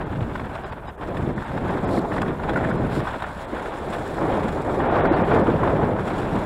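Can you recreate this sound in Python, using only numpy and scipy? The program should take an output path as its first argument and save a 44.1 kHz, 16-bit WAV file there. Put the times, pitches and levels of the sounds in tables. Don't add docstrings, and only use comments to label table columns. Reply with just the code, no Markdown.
import sys
import numpy as np
from scipy import signal
from scipy.fft import rfft, irfft
from scipy.io import wavfile
from scipy.ndimage import uniform_filter1d

SR = 44100
rng = np.random.default_rng(int(sys.argv[2]) if len(sys.argv) > 2 else 0)


def dump(signal):
    limited = np.clip(np.atleast_2d(signal).T, -1, 1)
    pcm = np.round(limited * 32767).astype(np.int16)
    wavfile.write(sys.argv[1], SR, pcm)


def gain_from_decibels(decibels):
    exponent = np.asarray(decibels, float) / 20
    return 10 ** exponent


N = 284445

# f/Hz, density/dB per Hz
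HISS_SPECTRUM = [(3000, -13), (8000, 1), (12000, -2), (13500, -2), (15200, -5), (15800, -12)]
# f/Hz, level/dB
WHINE = [(7267, -83), (9489, -83.5), (9525, -81), (9562, -83)]

# t/s, strength level/dB, share of large eddies/dB
WIND = [(0, -34.5, 4), (0.25, -40, 11.5), (0.6, -40, 2), (0.95, -46, 8.5), (1.25, -30.5, 9),
        (1.5, -37.5, 8), (1.9, -24, -1), (2.35, -31, 5.5), (2.6, -25, -1), (2.99, -32, 12.5),
        (3.05, -39, 4.5), (3.45, -33.5, -10), (4.15, -31, -4), (4.22, -22, -5), (4.65, -23.5, -6),
        (5.1, -19, -3), (5.85, -21.5, -1), (6.45, -30, 0)]
# centre t/s, length/s, strength level/dB, large eddies/dB
GUSTS = [(0.205, 0.099, 0.5, -3.5), (0.815, 0.11, 2, -8), (0.945, 0.1, -4.5, -2), (1.065, 0.55, 6, -9),
         (1.345, 0.084, -3, -1.5), (1.445, 0.16, -12.5, 3.5), (1.725, 0.17, 4, -4.5),
         (1.955, 0.081, 0.5, -3.5), (2.075, 0.22, -2, -4.5), (2.395, 0.28, -1.5, -3),
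         (2.765, 0.085, -4.5, 1), (2.925, 0.17, 1, -7), (3.335, 0.36, -8.5, 12), (3.545, 0.15, 2, 3),
         (4.005, 0.1, 4.5, 2.5), (4.505, 0.18, -6, 7), (4.635, 0.079, -6, 8), (5.265, 0.085, -4.5, -4),
         (5.365, 0.11, 3.5, 0.5), (5.565, 0.23, -3.5, 5.5), (5.825, 0.068, -0.5, 2), (6.015, 0.43, -4, 0.5),
         (6.235, 0.087, -2.5, 2), (6.355, 0.11, 6.5, 4.5)]
# centre t/s, length/s, level/dB
PUFFS = [(0.095, 0.027, -14), (0.2, 0.08, 6), (0.341, 0.03, -2.5), (0.433, 0.026, 6.5), (0.688, 0.04, -6),
         (0.962, 0.04, 1), (1.083, 0.027, 3.5), (1.214, 0.02, -17), (1.261, 0.04, -6), (1.341, 0.036, -2),
         (1.444, 0.06, -2), (1.56, 0.03, 2), (1.819, 0.035, -6), (2.299, 0.04, 1), (2.379, 0.066, -2.5),
         (2.443, 0.05, -1), (2.502, 0.045, 2), (2.76, 0.03, 3.5), (2.814, 0.09, 1), (2.891, 0.019, -9),
         (3.038, 0.037, 0), (3.191, 0.035, -10), (3.238, 0.03, 0), (3.343, 0.03, -7), (3.516, 0.03, -7),
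         (3.661, 0.013, 5), (3.769, 0.053, -3), (3.879, 0.03, 6.5), (4.105, 0.043, 0.5), (4.232, 0.091, 2),
         (4.429, 0.038, -2), (4.519, 0.04, 0), (4.622, 0.068, -4), (4.758, 0.1, -2), (4.856, 0.03, -1.5),
         (5.123, 0.069, -4.5), (5.179, 0.034, -4), (5.346, 0.03, -4.5), (5.455, 0.042, -6),
         (5.524, 0.072, -4), (5.59, 0.053, -7.5), (5.828, 0.037, 2), (6.347, 0.061, -4.5),
         (6.409, 0.036, 0.5)]
# f/Hz, density/dB per Hz
RUMBLE_SPECTRUM = [(15, -9), (30, -0.5), (45, -1.5), (65, 0.5), (95, -3.5), (150, -23), (300, -58)]
# f/Hz, density/dB per Hz
BUFFET_SPECTRUM = [(40, -24), (90, -1.5), (150, 1), (260, -2.5), (360, -6), (600, -16.5), (1200, -40)]
# f/Hz, density/dB per Hz
ROAR_SPECTRUM = [(170, -11.5), (330, 0.5), (450, 0), (700, -2.5), (950, -7.5), (1300, -14.5), (2500, -30)]
# centre t/s, length/s, f/Hz, level/dB
MOANS = [(.215, .14, 110, -30), (0.656, 0.075, 420, -42), (1.256, 0.062, 201, -30), (1.305, .04, 169, -27),
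         (1.638, 0.078, 260, -36), (1.935, 0.1, 354, -28), (1.976, 0.078, 272, -25.5),
         (2.051, 0.077, 720, -32), (2.3, 0.043, 260, -27), (3.166, 0.046, 234, -36.5),
         (3.534, .04, 248, -31.5), (3.664, 0.031, 570, -32.5), (3.904, 0.044, 193, -38),
         (4.45, 0.073, 194, -33), (4.977, 0.049, 444, -34), (4.969, 0.15, 970, -30.5),
         (5.119, 0.039, 322, -17), (5.342, .04, 400, -21), (5.487, 0.034, 366, -19.5),
         (5.547, 0.029, 292, -26.5), (5.739, 0.03, 423, -25.5)]

# start t/s, end t/s, level/dB, brightest f/Hz
SKIDS = [
    (1.88, 1.999, -47, 12900),
    (2.89, 3.012, -48, 16500),
    (2.125, 2.192, -54, 11500),
    (5.27, 5.302, -56, 16500),
]
# f/Hz, density/dB per Hz
POWDER_SPECTRUM = [(2500, 1), (3700, 7), (5300, -1), (6400, -12), (7200, -3), (8600, -5.5), (10800, -8),
                   (13000, -13), (15800, -21)]

# t/s, peak level/dB, strongest ring f/Hz, upper rings level/dB
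KNOCKS = [(0.028, -20, 940, -24), (0.207, -39, 1050, 4), (0.354, -8, 1080, -23), (0.397, -15.5, 1020, -11),
          (0.554, -14.5, 1160, -16), (0.724, -32, 1020, -3), (1.012, -24, 1020, -23),
          (1.145, -25, 1020, -16), (1.17, -20.5, 930, -6.5), (1.381, -15, 1530, -23),
          (1.887, -19, 900, -20), (2.12, -13, 1620, -22), (2.165, -10, 1080, -24), (2.218, -5, 885, -15),
          (2.265, -16, 1710, -21), (2.397, -12.5, 890, -28), (2.436, -15, 1050, -18),
          (2.559, -4.5, 1390, -38), (2.576, -6.5, 1370, -26), (2.64, -9.5, 1440, -30),
          (3.071, -10, 1080, -22), (3.223, -10, 1060, -17), (3.658, -17, 750, -18), (4.184, -12, 900, -29),
          (5.054, -4.5, 870, -21), (5.196, -8.5, 1020, -20), (5.477, -10, 810, -30), (5.633, -2, 1110, -43),
          (5.675, -11, 1090, -18), (6.354, -26, 950, -9), (0.447, -21, 1300, -24), (0.99, -27, 1000, -20),
          (1.731, -12, 980, -25), (1.773, -14, 1030, -32), (1.977, -12.5, 1650, -36),
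          (2.182, -10.5, 1720, -22), (2.281, -21, 1010, -11), (2.489, -17, 902, -28),
          (2.703, -14.5, 1320, -17), (3.055, -15.5, 1150, -16), (3.079, -13.5, 1380, -25),
          (3.241, -9, 1000, -28), (3.597, -14, 1400, -17), (3.937, -21, 902, -15), (4.801, -8.5, 1120, -24),
          (4.9, -10, 1130, -21), (5.288, -20, 1170, -15), (5.369, -12, 910, -30), (5.612, -16, 1090, -26),
          (5.847, -19, 1200, -28),
          (.363, -29, 1100, -12), (.379, -32, 1300, -4), (.563, -20, 1300, -24), (2.229, -8, 1090, -24),
        (2.494, -14, 1300, -22), (2.534, -15, 1600, -25), (2.587, -14, 1490, -25), (2.602, -19, 1500, -28),
        (2.611, -19, 1600, -18), (2.649, -9, 1450, -25), (2.688, -15, 960, -26), (2.713, -11.5, 1490, -23)]
# f/Hz, level/dB, decay t60/s
FRAME_MODES = [(1020, 5, 0.0059), (1420, -10.5, 0.025), (1715, -9, 0.019)]
# f/Hz, level/dB, decay t60/s
STRUT_MODES = [(2260, 7.5, 0.024), (2564, 6, 0.021), (2950, 2, 0.013), (3425, 6.5, 0.017),
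               (3740, -24, .015), (4850, -10.5, 0.023)]

# t/s, load level/dB, loose powder level/dB
RUNNERS = [(0, -38.5, -26.5), (0.55, -36.5, -25.5), (0.9, -42, -37), (1.05, -39.5, -22), (1.7, -33, -25),
           (2.05, -40.5, -15.5), (2.35, -35.5, -26.5), (2.6, -33.5, -24.5), (2.85, -35.5, -24.5),
           (3.1, -31.5, -25), (3.45, -33.5, -24), (3.95, -36.5, -16.5), (4.79, -37, -20),
           (4.84, -26.5, -36.5), (5.3, -29, -27.5), (5.95, -36, -25), (6.08, -32.5, -21.5),
           (6.45, -33, -21.5)]
# centre t/s, length/s, level/dB, powder thrown/dB
RUTS = [(.285, 0.097, -0.5, 0), (.385, .13, 0, 1.5), (.565, .06, 1.5, 2), (.695, 0.18, 4.5, 5),
        (.9, 0.082, 6.5, 4), (.965, 0.21, -7.5, 3), (1.115, .083, -1, -4), (1.185, 0.098, 1, -2),
        (1.325, 0.16, -2, -2), (1.625, 0.07, -1.5, -2), (2.055, .06, -5, 0), (2.145, 0.11, 5.5, 0.5),
        (2.215, 0.21, -1.5, 0.5), (2.29, 0.098, 3, 0), (2.495, 0.039, 4.5, 2), (2.7, 0.15, 1, 3.5),
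        (3.075, .1, -1, 4), (3.195, 0.053, -0.5, 0), (3.325, 0.28, -4, 3), (3.495, 0.099, -3, 0),
        (3.725, 0.05, -2, -3), (3.835, 0.15, -2.5, -1.5), (3.945, 0.083, 4, -4.5), (4.335, 0.16, 7.5, -6),
        (4.455, 0.19, 4.5, -3), (5.06, 0.091, 0, -1), (5.345, 0.26, 0.5, 0.5), (5.685, 0.14, 3, 0),
        (5.845, 0.051, 4, -1), (6.265, .13, -0.5, -3.5)]
# centre t/s, length/s, level/dB
LUMPS = [(0.017, 0.03, 7), (0.131, 0.034, 6), (0.191, 0.19, -2.5), (0.307, 0.04, 1), (0.43, 0.027, -9),
         (0.485, 0.028, -4), (0.702, 0.065, -6), (0.749, 0.065, -3.0), (0.813, 0.05, -5), (0.916, 0.03, -4),
         (1.033, 0.073, 9), (1.35, 0.09, -3), (1.607, 0.045, -1.5), (1.692, 0.063, 2.5), (1.825, 0.053, -1),
         (1.915, 0.05, -13), (1.979, 0.051, -16), (2.078, 0.079, -4), (2.19, 0.056, 5.5), (2.38, 0.16, -5),
         (2.517, 0.03, -3), (2.687, 0.04, -1), (2.785, 0.065, -3), (2.86, 0.044, 1.5), (3.081, 0.045, 5),
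         (3.179, 0.04, -6.5), (3.326, 0.044, -1), (3.472, 0.09, -4.0), (3.604, 0.034, 0),
         (3.656, 0.036, -2), (4.884, 0.073, -4), (5.267, 0.063, -5), (5.318, 0.044, 5.5), (5.37, 0.04, 4),
         (5.439, 0.1, -3.5), (5.536, 0.046, 1.5), (6.117, 0.036, 4), (6.37, 0.07, -1)]
# centre t/s, length/s, level/dB
FLURRIES = [(.361, 0.065, 5), (.472, .04, -7), (1.176, .04, 6), (1.598, .04, -3), (1.81, .09, -3),
            (2.042, .09, -4), (2.119, .03, -4), (2.221, 0.015, 13), (2.31, .06, -4), (2.574, 0.046, 6),
            (2.873, .04, 3), (2.959, .05, 6), (3.023, .04, -5), (3.25, .04, -7), (3.419, .05, 5),
            (3.613, .04, -1), (3.68, .04, 2), (3.71, .05, -4), (3.938, 0.04, 7), (4.078, 0.026, 5),
            (4.435, .03, 0), (4.485, .03, 4.5), (4.53, 0.049, 5), (4.749, 0.1, 4), (5.347, .025, 5),
            (5.951, 0.077, -4), (6.079, .05, 3), (6.2, .04, 4)]
# t/s, level over the steady crunch/dB
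SNAPS = [(.026, 5), (.158, 9), (.209, 9), (.227, 10), (.355, 8), (.397, 8), (.448, 8), (.552, 8), (.724, 9),
         (.897, 4), (1.011, 8), (1.146, 6), (1.171, 8), (1.222, 5), (1.575, 5), (1.888, 5), (2.165, 4),
         (2.218, 8), (2.398, 5), (2.436, 6), (2.559, 6), (2.951, 6), (3.223, 8), (3.657, 5), (4.075, 4),
         (5.053, 5), (5.341, 5), (6.354, 6), (2.285, 5), (6.078, 5), (2.494, 7), (3.931, 6), (4.434, 5),
         (4.483, 5), (5.277, 6), (6.251, 6)]
# f/Hz, density/dB per Hz
GRIND_SPECTRUM = [(500, 2.5), (900, 4.5), (1050, 1.5), (1300, -2), (1500, -0.5), (1680, -10.5),
                  (1820, -9.5), (1980, -34), (3000, -32)]
# f/Hz, density/dB per Hz
CRUNCH_SPECTRUM = [(1500, -0.5), (2100, 1.5), (2500, -2.5), (3000, -6), (3450, -5), (4000, -14),
                   (4500, -20), (5000, -23.5), (6200, -32.5)]
# f/Hz, density/dB per Hz
SPRAY_SPECTRUM = [(3200, 7), (4200, 2.5), (4600, -2.5), (5300, -2), (6270, -9), (7010, -1.5), (7560, -1),
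                  (9060, -7), (10300, -6.5), (12000, -14), (13500, -19), (15100, -16), (15800, -14)]

# centre t/s, length/dropout units, treble lost above f/Hz
DROPOUTS = [(.052, 1, 4300), (.649, 1, 4300), (.713, 1, 3900), (.884, 1, 2800), (.969, 0.85, 3000),
            (1.353, 1.1, 4300), (1.46, 0.9, 4000), (1.865, 1.1, 5400), (2.718, 0.94, 4100),
            (2.782, 1, 4300), (3.465, 1, 3940), (4.894, 1, 4300), (5.022, 1.1, 4100), (5.097, 2.1, 4070),
            (5.15, 1, 4900), (5.236, 1.06, 4000), (5.428, 1, 4000)]
# centre t/s, f/Hz, level/dB
LONE_TONES = [(.649, 5000, -60), (.713, 4650, -62), (.884, 5000, -58), (.884, 3820, -52), (.884, 7100, -65),
              (.884, 8400, -65), (.884, 3020, -54), (.884, 3500, -57), (.649, 3900, -57), (1.46, 8700, -63),
              (1.46, 7700, -64), (1.46, 3750, -56), (3.465, 8400, -66), (2.782, 4100, -57),
              (1.46, 4800, -63), (2.782, 5100, -62), (5.428, 4950, -60), (5.15, 4600, -55),
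              (5.15, 4200, -54), (5.1, 3900, -53), (2.718, 5000, -62), (2.782, 7400, -66),
              (1.865, 5100, -60)]
DROPOUT_S = 1024 / 48000


def evened(x):
    return x / np.sqrt(np.mean(x ** 2) + 1e-20)


def read(points, hz):
    f, value = np.transpose(points)
    return np.interp(np.log(hz + 1), np.log(f + 1), value, left=-90, right=-90)


def curve(rows, count):
    columns = np.transpose(rows)
    return np.interp(np.arange(N) / SR, columns[0], columns[count])


def add(mix, s, sound):
    part = mix[max(round(s * SR), 0):][:len(sound)]
    part += sound[:len(part)]


def swells(rows, count):
    out = np.zeros(N)
    for row in rows:
        centre, length = row[:2]
        add(out, centre - length / 2, row[count] * np.hanning(round(length * SR)))
    return out


def flutter(hz, db):
    f = np.fft.rfftfreq(N, 1 / SR)
    band = f ** 4 / (f ** 4 + 9 ** 4) / np.sqrt(f + 3) / (1 + (f / hz) ** 4)
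    return gain_from_decibels(db * evened(irfft(rfft(rng.standard_normal(N)) * band, N)))


def coloured(drive, shape, patchy_db, size=1024, steady=0):
    overlap = size * 3 // 4
    hz, _, z = signal.stft(drive, SR, nperseg=size, noverlap=overlap)
    patches = rng.standard_normal(z.shape[::-1]).T
    patches = uniform_filter1d(patches, size=10, axis=0)
    patches = evened(uniform_filter1d(patches, size=10, axis=1))
    swell = uniform_filter1d(abs(z) ** 2, size=3, axis=0)
    swell = uniform_filter1d(swell, size=32768 // size, axis=1)
    gain = gain_from_decibels(read(shape, hz)[:, None] + patchy_db * patches)
    z = z * gain / (swell + 1e-20) ** (steady / 2)
    return evened(signal.istft(z, SR, nperseg=size, noverlap=overlap)[1][:N])


def crystals(per_s, spread_db, smooth):
    size = gain_from_decibels(spread_db * np.minimum(rng.exponential(1, N), 5)) * rng.choice([-1., 1.], N)
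    clicks = size * (rng.random(N) < per_s / SR)
    return evened(clicks) + smooth * rng.standard_normal(N)


def electronic_noise():
    t = np.arange(N) / SR
    whine = np.zeros(N)
    for hz, db in WHINE:
        whine += gain_from_decibels(db - 3.5 + 0.7 * t) * flutter(hz=12, db=3) * np.sin(2 * np.pi * hz * t)
    hiss = coloured(rng.standard_normal(N), HISS_SPECTRUM, patchy_db=1.5, size=512)
    return whine + gain_from_decibels(-70) * hiss


def moans():
    out, chance = np.zeros(N), rng.standard_normal((len(MOANS), 12000))
    spread = 1.3
    for (s, length, hz, db), air in zip(MOANS, chance):
        size = round(length * SR)
        band = signal.butter(2, [hz / spread, hz * spread], "band", fs=SR, output="sos")
        moan = signal.sosfilt(band, air)[-size:] * np.hanning(size)
        add(out, s - length / 2, gain_from_decibels(db) * evened(moan))
    return out


def wind():
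    gusts = flutter(hz=24.2, db=0.2)
    rumble = coloured(rng.standard_normal(N), RUMBLE_SPECTRUM, patchy_db=0.1, size=4096, steady=0.4)
    large_eddies = rng.standard_normal(N) * gusts * flutter(hz=30, db=0.8)
    buffet = coloured(large_eddies, BUFFET_SPECTRUM, patchy_db=0.73, size=2048, steady=0.54)
    small_eddies = rng.standard_normal(N) * gusts * flutter(hz=51.0, db=0.85)
    roar = coloured(small_eddies, ROAR_SPECTRUM, patchy_db=0.5, steady=0.3)
    strength_db = curve(WIND, count=1) + swells(GUSTS, count=2) + swells(PUFFS, count=2)
    large_db = strength_db + curve(WIND, count=2) + swells(GUSTS, count=3)
    rumble_db = -36.5 + 0.45 * (large_db - large_db.mean())
    return rumble * gain_from_decibels(rumble_db) + buffet * gain_from_decibels(large_db - 0.24) + roar * gain_from_decibels(strength_db - 0.3)


def skids():
    out = np.zeros(N)
    grains = crystals(per_s=4000, spread_db=3.1, smooth=2.1)
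    powder = coloured(grains, POWDER_SPECTRUM, patchy_db=0.0, size=512)
    for start, end, db, hz in SKIDS:
        t = np.arange(start, end, 1 / SR)
        lowpass = signal.butter(12, min(hz, 20000), fs=SR, output="sos")
        hiss = signal.sosfilt(lowpass, powder[round(start * SR):][:len(t)])
        build = np.minimum((t - start) / (end - start) / 0.36, 1)
        grip = np.minimum((end - t) / 0.0054, 1)
        add(out, start, gain_from_decibels(db) * hiss * build * grip)
    return out


def rung(rattle, modes, uneven):
    t = np.arange(len(rattle)) / SR
    ring = np.zeros(len(t))
    for (hz, db, t60), u, v in zip(modes, uneven, uneven[50:]):
        decay = gain_from_decibels(db + 0.24 * u - 60 * t / t60)
        ring += decay * np.sin(2 * np.pi * hz * (1 + 0.037 * v) * t)
    onset = np.sin(np.pi / 2 * np.minimum(t / 0.0013, 1)) ** 2
    body = signal.fftconvolve(rattle, ring * onset)[:len(t)]
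    return body / abs(body).max()


def knocks():
    out, t = np.zeros(N), np.arange(3000) / SR
    blows_list = KNOCKS
    chance = rng.standard_normal((len(blows_list), 3, len(t)))
    tick_band = signal.butter(2, [6500, 11500], "band", fs=SR, output="sos")
    for (s, db, hz, upper_db), (blows, hiss, uneven) in zip(blows_list, chance):
        chatter = 0.14 * blows * (t > t[80]) * np.exp(-((t - 0.004) / 0.0044) ** 2)
        rattle = (t == t[130]) + chatter
        low = rung(rattle, FRAME_MODES + [(hz, -1.5, 0.012)], uneven)
        upper = rung(rattle, STRUT_MODES, uneven[10:])
        body = low + gain_from_decibels(upper_db + 4.0) * upper
        tick = evened(signal.sosfilt(tick_band, hiss)) * np.exp(-t / 0.0052)
        tick = tick * np.minimum(t / 0.0018, 1) / 2
        thump_hz = 300 * (1 + 0.3 * np.tanh(uneven[99]))
        thump = np.sin(2 * np.pi * thump_hz * t) * np.exp(-t / 0.005) * np.minimum(t / 0.0015, 1)
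        tick_db = -57 + 0.56 * (db + upper_db + 31)
        add(out, s - 0.0045, gain_from_decibels(db - 8.5) * (body + gain_from_decibels(-20) * thump) + gain_from_decibels(tick_db) * tick)
    return out


def snapping():
    out, t = np.zeros(N), np.arange(2000) / SR
    for s, db in SNAPS:
        add(out, s - 0.0025, db * np.minimum(t / 0.003, 1) * np.exp(-(t / 0.01) ** 2))
    return out


def runners():
    load = flutter(hz=45.4, db=1.2)
    breaking = crystals(per_s=900, spread_db=4.0, smooth=1.74) * load
    grind = coloured(breaking, GRIND_SPECTRUM, patchy_db=1.3, size=512)
    crunch = coloured(breaking, CRUNCH_SPECTRUM, patchy_db=1.5, size=512)
    thrown = crystals(per_s=2300, spread_db=5.0, smooth=2.7) * load ** 0.35 * flutter(hz=110, db=1.5)
    spray = coloured(thrown, SPRAY_SPECTRUM, patchy_db=1.5, size=512)

    load_db, powder_db = curve(RUNNERS, count=1), curve(RUNNERS, count=2)
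    rut_db, lump_db, snap_db = swells(RUTS, count=2), swells(LUMPS, count=2), snapping()
    grind_db = load_db + rut_db + lump_db + 0.5 * snap_db + 0.5
    crunch_db = load_db + rut_db + lump_db + snap_db - 13 + 1.0
    crunch_db += 0.15 * (powder_db - powder_db.mean())
    spray_db = load_db + powder_db + 0.78 * rut_db + 0.12 * lump_db + 0.55 * snap_db + 1.04
    spray_db += swells(RUTS, count=3) + swells(FLURRIES, count=2)
    return grind * gain_from_decibels(grind_db) + crunch * gain_from_decibels(crunch_db) + spray * gain_from_decibels(spray_db)


def scene():
    return (moans() + wind() + skids() + knocks() + runners())[None]


def treble_dropouts(x):
    out, t = x.copy(), np.arange(N) / SR
    for s, length, hz in DROPOUTS:
        span = slice(round((s - 0.05) * SR), round((s + 0.05) * SR))
        highpass = signal.butter(16, hz, "high", fs=SR, output="sos")
        treble = signal.sosfiltfilt(highpass, out[span])
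        away = np.clip(abs(t[span] - s) / DROPOUT_S - (length - 1) / 2, 0, 1)
        out[span] -= treble * (1 - np.sin(np.pi / 2 * away))
    u = np.arange(round(2 * DROPOUT_S * SR)) / SR
    fade = np.sin(np.pi * u / (2 * DROPOUT_S)) ** 2
    for s, hz, db in LONE_TONES:
        lines = sum(np.sin(2 * np.pi * (f * u + rng.random())) for f in hz + np.array([-70, 0, 47]))
        add(out, s - DROPOUT_S, gain_from_decibels(db - 4) * lines * fade)
    return out


def band_limit(x):
    return signal.sosfilt(signal.butter(12, 16440, fs=SR, output="sos"), x)


def record(dry):
    overloaded = 0.74 * np.tanh(dry[0] / 0.76)
    faded = treble_dropouts(overloaded + electronic_noise())
    band_edge = signal.firwin(1023, 15730, window=("kaiser", 10), fs=SR)
    mix = signal.oaconvolve(faded, band_edge, "same")[None]
    return band_limit(mix)


dry = scene()
out = record(dry)
dump(out)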